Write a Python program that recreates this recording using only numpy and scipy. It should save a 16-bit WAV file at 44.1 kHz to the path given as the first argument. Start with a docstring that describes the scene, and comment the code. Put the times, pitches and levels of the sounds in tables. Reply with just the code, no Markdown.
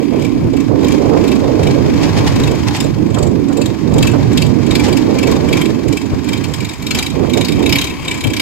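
"""A rapid engine clatter with bouts of steel clanks: a long-tail motor pushes a barge along a windy canal.
The single cylinder fires 22 to 39 times a second: each firing swells shaped noise and rings the casing.
Loose steel on the mount clanks once a firing within a bout, as chattering noise through damped modes.
The swivel grates as the shaft swings round: short rasps of noise over a hollow groan.
Turbulence buffets two microphone ports on the bank, mostly the right; slaps and leaf hiss fill in."""
import sys
import numpy as np
from scipy import signal
from scipy.fft import rfft, irfft, next_fast_len
from scipy.io import wavfile
from scipy.ndimage import uniform_filter1d

SR = 44100
rng = np.random.default_rng(int(sys.argv[2]) if len(sys.argv) > 2 else 0)


def persist_wave(psi):
    """Save psi, clipped to +-1, as 16-bit WAV."""
    counts = np.round(np.clip(psi, -1, 1) * 32767).astype(np.int16)
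    wavfile.write(sys.argv[1], SR, np.atleast_2d(counts).T)


N = 370881
TIME = np.arange(N) / SR  # s


# Engine speed: t/s, firing rate/Hz
ENGINE_SPEED = [(0, 38.6), (.23, 38), (.6, 27.5), (.9, 26.3), (2.8, 25.8), (3.2, 24), (3.6, 23),
                (4.4, 22.3), (4.85, 23), (5.5, 23.8), (5.95, 22.4), (6.85, 23.3), (7.02, 26.5),
                (7.35, 26.2), (7.63, 28.6), (7.81, 35.5), (8.13, 31.8), (8.41, 31.7)]


def firings():
    """Engine speed in firings per second, and its running sum: the count of firings so far."""
    speed, = curves(ENGINE_SPEED)
    return speed, np.cumsum(speed) / SR


# Running clatter of the engine before its swells: t/s, level/dB
RUNNING_LEVEL = [(0, -35.5), (.75, -34.5), (.84, -28.5), (1.85, -28.5), (2.07, -23), (2.79, -29),
                 (2.94, -33.5), (3.9, -32.5), (4.02, -28.5), (4.55, -30), (4.8, -27.5), (5.61, -26.5),
                 (5.9, -33.5), (6.35, -30.5), (6.78, -33.5), (7.7, -30.5), (8.41, -35.5)]


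def shaking(swell_db=2.5, swell_s=0.077):
    """Running level in dB: the shaking swells around every bout of clanks and eases between them."""
    swells = [np.exp(-((TIME - bout[0]) / swell_s) ** 2) for bout in CLANK_BOUTS]
    return curves(RUNNING_LEVEL)[0] + swell_db * (np.max(swells, axis=0) - .5)


# Spectrum of the clatter: f/Hz, level/dB
CLATTER_SPECTRUM = [(40, -13), (70, 21), (130, -4.5), (280, 7), (650, -0.5), (1050, 5.5), (1300, -4.5),
                    (1600, -2), (2350, -4.5), (2900, -9), (5000, -7.5), (7300, -14.5), (9000, -27),
                    (15000, -29)]
# Modes of the engine casing: f/Hz, width/Hz, left level/dB, right level/dB
CASING_RINGS = [(1034, 110, 16, 0), (2300, 390, 20, 12), (3120, 110, 10, -62), (4750, 50, 5, -2)]


def engine(clatter_db=-1, tick=0.59, tick_turns=0.12, tick_at=0.23, likeness=0.37, casing_db=-6,
           casing_db_per_hz=0.76, turning_db_per_s=0.76, waver_db=1):
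    """Valve gear and exhaust clatter all the time as noise, with a sharp swell at every firing."""
    speed, turns = firings()
    level_db = shaking() + waver_db * wander(60)
    from_firing = (turns - tick_at + .5) % 1 - .5
    strength = rng.uniform(.5, 1.5, 1000)[np.round(turns).astype(int)]
    pulses = 1 + tick * strength * np.exp(-(from_firing / tick_turns) ** 2)
    force = evened(pulses) * amp(level_db)
    clatter = coloured(noise_pair(likeness) * force, CLATTER_SPECTRUM)
    clatter = at_level(clatter, force) * amp([[4.5], [2.5]])
    # the casing rings harder at speed, and as the stern turns towards the bank
    faster_db = casing_db_per_hz * (speed - np.mean(speed))
    turning_db = turning_db_per_s * (TIME - np.mean(TIME))
    shake = force * amp(faster_db + turning_db)
    casing = at_level(ring(shake * rng.standard_normal(N), CASING_RINGS), shake)
    return amp(clatter_db) * clatter + amp(casing_db) * casing


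# Bouts of clanking, one clank to a firing: t/s of the hardest clank, level/dB,
# build-up/firings, die-away/firings, low ring over the clash/dB
CLANK_BOUTS = [(.248, -28, 1.55, .4, 3), (0.603, -29.5, 1.7, 0.6, 0), (0.921, -26, 2, .55, -2),
               (1.278, -26.5, 1.3, 2, 1), (1.671, -23, 1.2, 0.99, -1.5), (2.397, -28, 1.6, 2.9, -14),
               (2.804, -20, 0.84, 0.86, -9), (3.186, -26, 1.2, 1.6, -28), (3.659, -23.5, 2.35, 0.53, -28),
               (4.027, -17, 1.52, 1.44, -6), (4.375, -18, 0.77, 1.5, -4), (4.753, -20.5, 1.56, 1.6, -0.5),
               (4.927, -22.5, 1.6, 1.15, -2), (5.272, -20, 2.15, 1.24, 0), (5.571, -20.5, 1.93, 1.84, 4),
               (5.927, -22, 1, 1.83, -3), (6.332, -21.5, 1.57, 0.8, -0.5), (6.44, -27.5, .4, 0.85, -6),
               (6.538, -20.5, 0.32, 0.41, -14), (6.691, -26.5, 2.5, 0.84, -0.5),
               (6.988, -16.5, 2.76, 2.1, -4), (7.448, -18, 3, 2.14, -3), (7.756, -14, 3.32, 3.2, -2),
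               (8.112, -20.5, 1.65, 0.81, 4), (8.239, -23, 1.8, 1.7, -4), (8.398, -14.5, 1.88, 1.1, -3.5)]


def clank_blows(count=5, edge_db=-5.5, power=2.73, clank_scatter_db=2, ring_scatter_db=2.5):
    """Loose steel strikes once a firing, hardest mid-bout: rows of t/s, level/dB, low ring/dB."""
    _, turns = firings()
    steps = np.arange(-count, count + 1)  # firings away from the hardest clank
    blows = []
    for s, peak_db, build, fade, low_db in CLANK_BOUTS:
        times = np.interp(np.interp(s, TIME, turns) + steps, turns, TIME)
        # at a reach of 1 the bout is down by edge_db, and it keeps falling beyond
        reach = abs(steps) / np.where(steps < 0, build, fade)
        luck, ring_luck = rng.standard_normal((2, len(steps)))
        level_db = peak_db + edge_db * reach ** power + clank_scatter_db * luck
        blows.extend(np.transpose([times, level_db, low_db + ring_scatter_db * ring_luck]))
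    return np.array(blows)


def struck_noise(order=2048, ripple_db=4.5, ripple_hz=330, likeness=0.29):
    """Contact noise in two channels, coloured by the spot that this one blow happens to hit."""
    hz = np.fft.rfftfreq(order, 1 / SR)
    bumps = np.clip(rng.standard_normal(400), -2, 2)
    ripple = np.interp(hz / ripple_hz, np.arange(400), bumps)
    return irfft(rfft(noise_pair(likeness, order)) * evened(amp(ripple_db * ripple)))


# Broad clash of a clank: f/Hz, left level/dB, right level/dB
CLASH_SPECTRUM = [(900, -37, -4), (1600, -0.5, 0), (2230, 1, 6), (2920, 11, -6), (3110, 12.5, -38),
                  (3920, 4, 12), (4370, -2, -19), (5280, 4.5, -2), (6250, -21, -49), (6740, -18, -3),
                  (10000, -7.5, -7.5), (12700, -5, -6.5), (15900, -13, -26)]
# Loose parts, low steel and a small bright part: f/Hz, width/Hz, left level/dB, right level/dB
PART_RINGS = [(2632, 38, 2.5, -8), (3157, 43, -3, -3), (3760, 110, 4.5, 4), (4195, 73, -3, -8),
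              (4550, 140, -1, -2.5), (4860, 61, -8, -1), (5180, 150, -18, 0), (5400, 110, -20, -6),
              (6050, 150, -3.5, -19), (6520, 110, -4, -19)]
LOW_RINGS = [(2320, 117, -16, -14)]
HIGH_RINGS = [(6940, 290, -2, -32), (7420, 1060, 16.5, 0), (8500, 290, -6, -5.5)]
# How loosely the small bright part sits, as its ring in a clank: t/s, level/dB
BRIGHT_LOOSENESS = [(0, -31.5), (1.7, -34), (3.2, -23.5), (4.4, -28.5), (5.2, -30.5), (6.9, -29.5),
                    (7.8, -34.5), (8.1, -27), (8.4, -36)]


def clanks(rise_s=0.00094, chatter_s=0.0081, fall_s=0.0032, lead_s=0.00039, ring_lead_s=0.001, clash_db=1,
           parts_db=1, low_db=1.0, high_db=2, high_follow=0.64, usual_db=-23.5):
    """Each clank is a few milliseconds of chattering contact: a broad clash plus ringing modes."""
    clash, low, high = np.zeros((3, N))
    contacts = np.zeros((2, N))
    parts = np.zeros((len(PART_RINGS), N))
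    blows = clank_blows()
    mixes = rng.exponential(1, (len(blows), len(PART_RINGS)))  # every clank strikes the parts differently
    loose_db, = curves(BRIGHT_LOOSENESS)

    def contact(t):
        """Smooth onset and release of the chatter."""
        return 1 / (1 + np.exp(-t / rise_s)) / (1 + np.exp((t - chatter_s) / fall_s))

    def sing(force, modes):
        """Modes fed evenly by the chatter, so that the ring follows the force of the blow."""
        grain = steadied(ring(rng.standard_normal(N), modes).sum(0), 0.0053)
        return at_level(ring(force * grain, modes), force)

    for (s, db, low_over_db), mix in zip(blows, mixes):
        if s >= TIME[-1]:
            continue
        near = slice(int((s - .01) * SR), int((s + .035) * SR))
        t = TIME[near] - s + lead_s
        press = amp(db) * contact(t)
        blow = contact(t + ring_lead_s)
        clash[near] += press
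        contacts[:, near] += press * struck_noise()[:, :len(t)]
        parts[:, near] += amp(db) * evened(mix)[:, None] * blow
        low[near] += amp(db + low_over_db) * blow
        # the small part follows its seating, and only partly the blow
        high[near] += amp(loose_db[near] + high_follow * (db - usual_db)) * blow
    broad = at_level(coloured(contacts, CLASH_SPECTRUM), clash)
    rings = [ring(force * rng.standard_normal(N), [mode]) for force, mode in zip(parts, PART_RINGS)]
    jangle = at_level(sum(rings), clash)
    struck = amp(clash_db) * broad + amp(parts_db) * jangle
    return struck + amp(low_db) * sing(low, LOW_RINGS) + amp(high_db) * sing(high, HIGH_RINGS)


def light_rattle(rattle_db=-5, spread_db=4, rattle_at=0.19, rattle_turns=0.073):
    """Beneath the loud clanks, every firing jogs the loose parts a little and rings their modes."""
    turns = firings()[1] - rattle_at
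    firing = np.round(turns).astype(int)
    jog = np.exp(-((turns - firing) / rattle_turns) ** 2) * amp(shaking())
    modes = [*LOW_RINGS, *PART_RINGS]
    luck = np.clip(rng.standard_normal((len(modes), firing.max() + 2)), -2, 2)
    sizes = amp(spread_db * luck)  # one per mode and firing
    rattle = sum(ring(jog * size[firing] * rng.standard_normal(N), [mode]) for size, mode in zip(sizes, modes))
    return amp(rattle_db) * at_level(rattle, jog)


# Grates of the swivel: t/s at the middle, level/dB, length/s
SWIVEL_GRATES = [(2.036, -20, 0.021), (2.182, -22, 0.031), (2.276, -17, 0.019), (2.684, -17, 0.012),
                 (2.755, -21, 0.032), (4.853, -21.5, 0.046), (6.979, -22.5, 0.023)]


def swivel(grate_db=0, grain_db=2, groan_db=-7, groan_hz=820, groan_width_hz=130, groan_stretch=3):
    """Dry steel slips: short grainy rasps over a longer hollow groan."""
    def strokes(stretch):
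        return sum(amp(db) * np.exp(-(2 * (TIME - s) / (stretch * length)) ** 2)
                   for s, db, length in SWIVEL_GRATES)

    force, strain = strokes(1), strokes(groan_stretch)
    slips = force * amp(grain_db * wander(800)) * noise_pair(0.2)
    # f/Hz, level/dB
    rasp = coloured(slips, [(500, -53), (1800, 8), (3000, 3.0), (5000, 4), (8000, -5.5), (10000, -13.5),
                            (15000, -22)])
    groan = ring(strain * rng.standard_normal(N), [(groan_hz, groan_width_hz, 0, -3)])
    return amp(grate_db) * at_level(rasp, force) + amp(groan_db) * at_level(groan, strain)


def banks(x, wet_db=-9, t60=0.25, delay_s=0.0042):
    """Hull, cabin and wooded banks scatter a short tail of sparse, decaying echoes."""
    t = np.arange(SR // 3) / SR
    taps = rng.standard_normal((2, len(t))) * (rng.random((2, len(t))) < .1)
    tail = taps * amp(-60 * t / t60) * np.clip(t / delay_s - .5, 0, 1)
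    tail /= np.linalg.norm(tail, axis=1, keepdims=True)
    return x + amp(wet_db) * signal.fftconvolve(x, tail, axes=1)[:, :N]


# Phase between the two ports for sound from the boat: f/Hz, lead of the left/rad
PORT_LEAD = [(2450, 0.4), (3400, -2), (4500, -1.5), (7200, -6), (9000, -4), (16000, -8.5)]


def ports(x):
    """Sound from the boat bends round the microphone body, shifting phase between the ports by frequency."""
    size = next_fast_len(N + 1000)
    lead = np.interp(np.fft.rfftfreq(size, 1 / SR), *np.transpose(PORT_LEAD))
    return irfft(rfft(x, size) * np.exp(.5j * np.array([lead, -lead])), size)[:, :N]


# Slow breeze on the sheltered left port and the windward right port: t/s, level/dB
LEFT_BREEZE = [(0, -33.5), (.7, -25), (.85, -19), (1.25, -21.5), (1.7, -17), (2.42, -15.5), (2.65, -22),
               (3.84, -24.5), (4, -16), (4.38, -19.5), (4.62, -29), (4.9, -21), (5.55, -21), (6.3, -37),
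               (7.5, -26), (8.41, -29.5)]
RIGHT_BREEZE = [(0, -8), (.3, -10), (.75, -6), (2.45, -8.5), (2.6, -11.5), (3.15, -8), (3.55, -10),
                (3.95, -6.5), (5.7, -8.5), (5.9, -16), (6.42, -13), (6.65, -20.5), (7.05, -19),
                (7.35, -8.5), (7.72, -10.5), (8, -25.5), (8.41, -17.5)]
# Brief gusts and lulls on top: t/s at the middle, half length/s, left change/dB, right change/dB
BRIEF_GUSTS = [(0.179, .035, 12, -0.5), (0.423, 0.096, 12.5, -2), (0.65, .03, -3, -6),
               (2.738, 0.052, 1, -6.5), (3.78, 0.039, -9, -12), (6.135, .03, 24.5, 2.5),
               (6.763, 0.023, -3, -11), (6.959, 0.026, 5, 8.5), (7.22, 0.036, 4, 7), (7.5, 0.051, 0, -5),
               (7.603, 0.057, 5, 2.5), (8.273, 0.036, 21, 1)]


def breeze():
    """Wind level in dB at the left and right port: the slow breeze plus its gusts and lulls."""
    slow = np.array(curves(LEFT_BREEZE) + curves(RIGHT_BREEZE))
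    return slow + sum(np.array([[left_db], [right_db]]) * np.exp(-((TIME - s) / length) ** 2)
                      for s, length, left_db, right_db in BRIEF_GUSTS)


# Spectrum of the buffeting: f/Hz, left level/dB, right level/dB
BUFFET_SPECTRUM = [(15, -37, -32), (35, -7, -33), (65, -7, -15), (103, 3.5, -5.5), (183, -5.5, -5),
                   (283.4, -2.5, 4.5), (385, -13.5, -5.5), (753, -24, -25), (1140, -29, -34),
                   (4850, -59, -119)]
# Eddies at the windward port, relative to the body of the wind: t/s, rumble level/dB, roar level/dB
EDDY_SIZES = [(0, -11, -11), (.57, -8, -18), (.75, -4.5, -1.5), (1.15, -11, -6), (2.4, 1.5, -5.5),
              (2.62, 0.5, -12.5), (3.5, -6.5, -9.5), (4.35, 0.5, -11.5), (5.2, -11.5, -9), (5.7, -7.5, -10),
              (6.55, 1.5, -13.5), (7.3, -6.5, -10), (8.41, -3, -13)]


def wind(rumble_hz=170, roar_hz=400, left_db=1.0, right_db=0, lump_db=2.0, body_lump_db=3.5,
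         roar_lump_db=3.0, steady_s=.035, gust_roar=0.56, lump_more_db=1.0, lump_more_per_db=0.1461,
         full_db=-7):
    """Unrelated turbulence at each port; at the windward one it shifts between rumble and roar."""
    left, right = coloured(rng.standard_normal((2, N)), BUFFET_SPECTRUM)
    rumble_db, roar_db = curves(EDDY_SIZES)
    rumble = signal.sosfiltfilt(signal.butter(6, rumble_hz, fs=SR, output="sos"), right)
    roar = signal.sosfiltfilt(signal.butter(6, roar_hz, "high", fs=SR, output="sos"), right)
    lee_db, gust_db = breeze()
    # quieter wind is lumpier, loud wind is held flatter by the microphone's limiting
    lump_more = lump_more_db + lump_more_per_db * np.maximum(full_db - gust_db, 0)
    gust_db = gust_db + lump_more * wander(22)
    # a gust that stands out from the half second around it is brighter too
    roar_db = roar_db + gust_roar * (gust_db - uniform_filter1d(gust_db, SR // 2))
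    # body and roar come and go on their own
    body = evened((right - rumble - roar) * amp(body_lump_db * wander(18)))
    roar = evened(roar * amp(roar_lump_db * wander(35)))
    right = body + amp(rumble_db) * evened(rumble) + amp(roar_db) * roar
    lee = steadied(left, 0.027) * amp(lee_db + left_db + lump_db * wander(25))
    windward = steadied(right, steady_s) * amp(gust_db + right_db)
    return np.array([lee, windward])


# Sharp gusts that slap a port: t/s, left level/dB, right level/dB
PORT_SLAPS = [(.42, -30, -50), (3.175, -42, -14), (3.51, -45, -17.5), (4.148, -34, -12.5), (4.88, -24, -16),
              (6.138, -31, -50), (7.245, -47, -18), (7.615, -47.5, -25)]


def slaps(length_s=0.015, slap_db=0):
    """Small fast eddies burst on a port as short puffs, brighter than the steady buffeting."""
    force = sum(amp([[left_db], [right_db]]) * np.exp(-((TIME - s) / length_s) ** 2)
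                for s, left_db, right_db in PORT_SLAPS)
    # f/Hz, level/dB
    puff = coloured(rng.standard_normal((2, N)), [(100, -29), (500, 9.5), (900, 3), (1600, -7), (4000, -46)])
    return amp(slap_db) * force * evened(puff)


def leaves(hiss_db=-52):
    """Foliage along the banks hisses faintly: white noise that swells and fades slowly."""
    return amp(hiss_db + wander(3.1)) * rng.standard_normal((2, N))


def ring(force, modes):
    """Damped modes driven by one force, each radiating differently to left and right."""
    out = np.zeros((2, N))
    for hz, width, left_db, right_db in modes:
        r = np.exp(-np.pi * width / SR)  # a wider mode dies away faster
        mode = signal.lfilter([1, 0, -1], [1, -2 * r * np.cos(2 * np.pi * hz / SR), r * r], force)
        out += amp([[left_db], [right_db]]) * evened(mode)
    return out


def noise_pair(likeness, length=N):
    """White noise in two channels that share a part."""
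    shared = np.sqrt(likeness) * rng.standard_normal(length)
    return shared + np.sqrt(1 - likeness) * rng.standard_normal((2, length))


def coloured(x, rows):
    """Filters by a spectrum table with one shared column or one for each channel."""
    hz, *columns = np.transpose(rows)
    size = next_fast_len(N)
    log_hz = np.log(np.fft.rfftfreq(size, 1 / SR) + 1)
    gains = amp([np.interp(log_hz, np.log(hz), c) for c in columns])
    return irfft(rfft(x, size) * gains, size)[:, :N]


def wander(per_s):
    """Slow chance of rms 1: random points, per_s of them a second, joined by lines."""
    return evened(np.interp(TIME * per_s, np.arange(8000), rng.standard_normal(8000)))


def curves(rows):
    """Each column of a time table, at every sample."""
    s, *columns = np.transpose(rows)
    return [np.interp(TIME, s, c) for c in columns]


def steadied(x, span_s):
    """Holds the short-time rms near 1."""
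    power = uniform_filter1d(x ** 2, max(int(span_s * SR), 3))
    return x / np.sqrt(abs(power) + 1e-12)


def at_level(x, envelope):
    """Gives a sound the rms of its envelope."""
    return evened(x) * np.sqrt(np.mean(envelope ** 2))


def evened(x):
    """Scales to rms 1."""
    return x / np.sqrt(np.mean(x ** 2) + 1e-20)


def amp(db):
    """Decibels to gain."""
    return 10 ** (np.asarray(db) / 20)


def scene():
    """The boat across the water, leaves, and wind at the microphone."""
    steel = banks(clanks() + light_rattle() + swivel())
    boat = ports(steel + engine())
    return boat + leaves() + wind() + slaps()


def record(dry, knee=0.44, edge_hz=15800):
    """Peaks above the knee round off softly under full scale; then a low-pass limits the band."""
    over = np.maximum(abs(dry) - knee, 0)
    room = 1 - knee
    soft = dry - np.sign(dry) * (over - room * np.tanh(over / room))
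    lowpass = signal.firwin(511, edge_hz, window=("kaiser", 9), fs=SR)
    return signal.oaconvolve(soft, lowpass[None], "same")


dry = scene()
out = record(dry)
persist_wave(out)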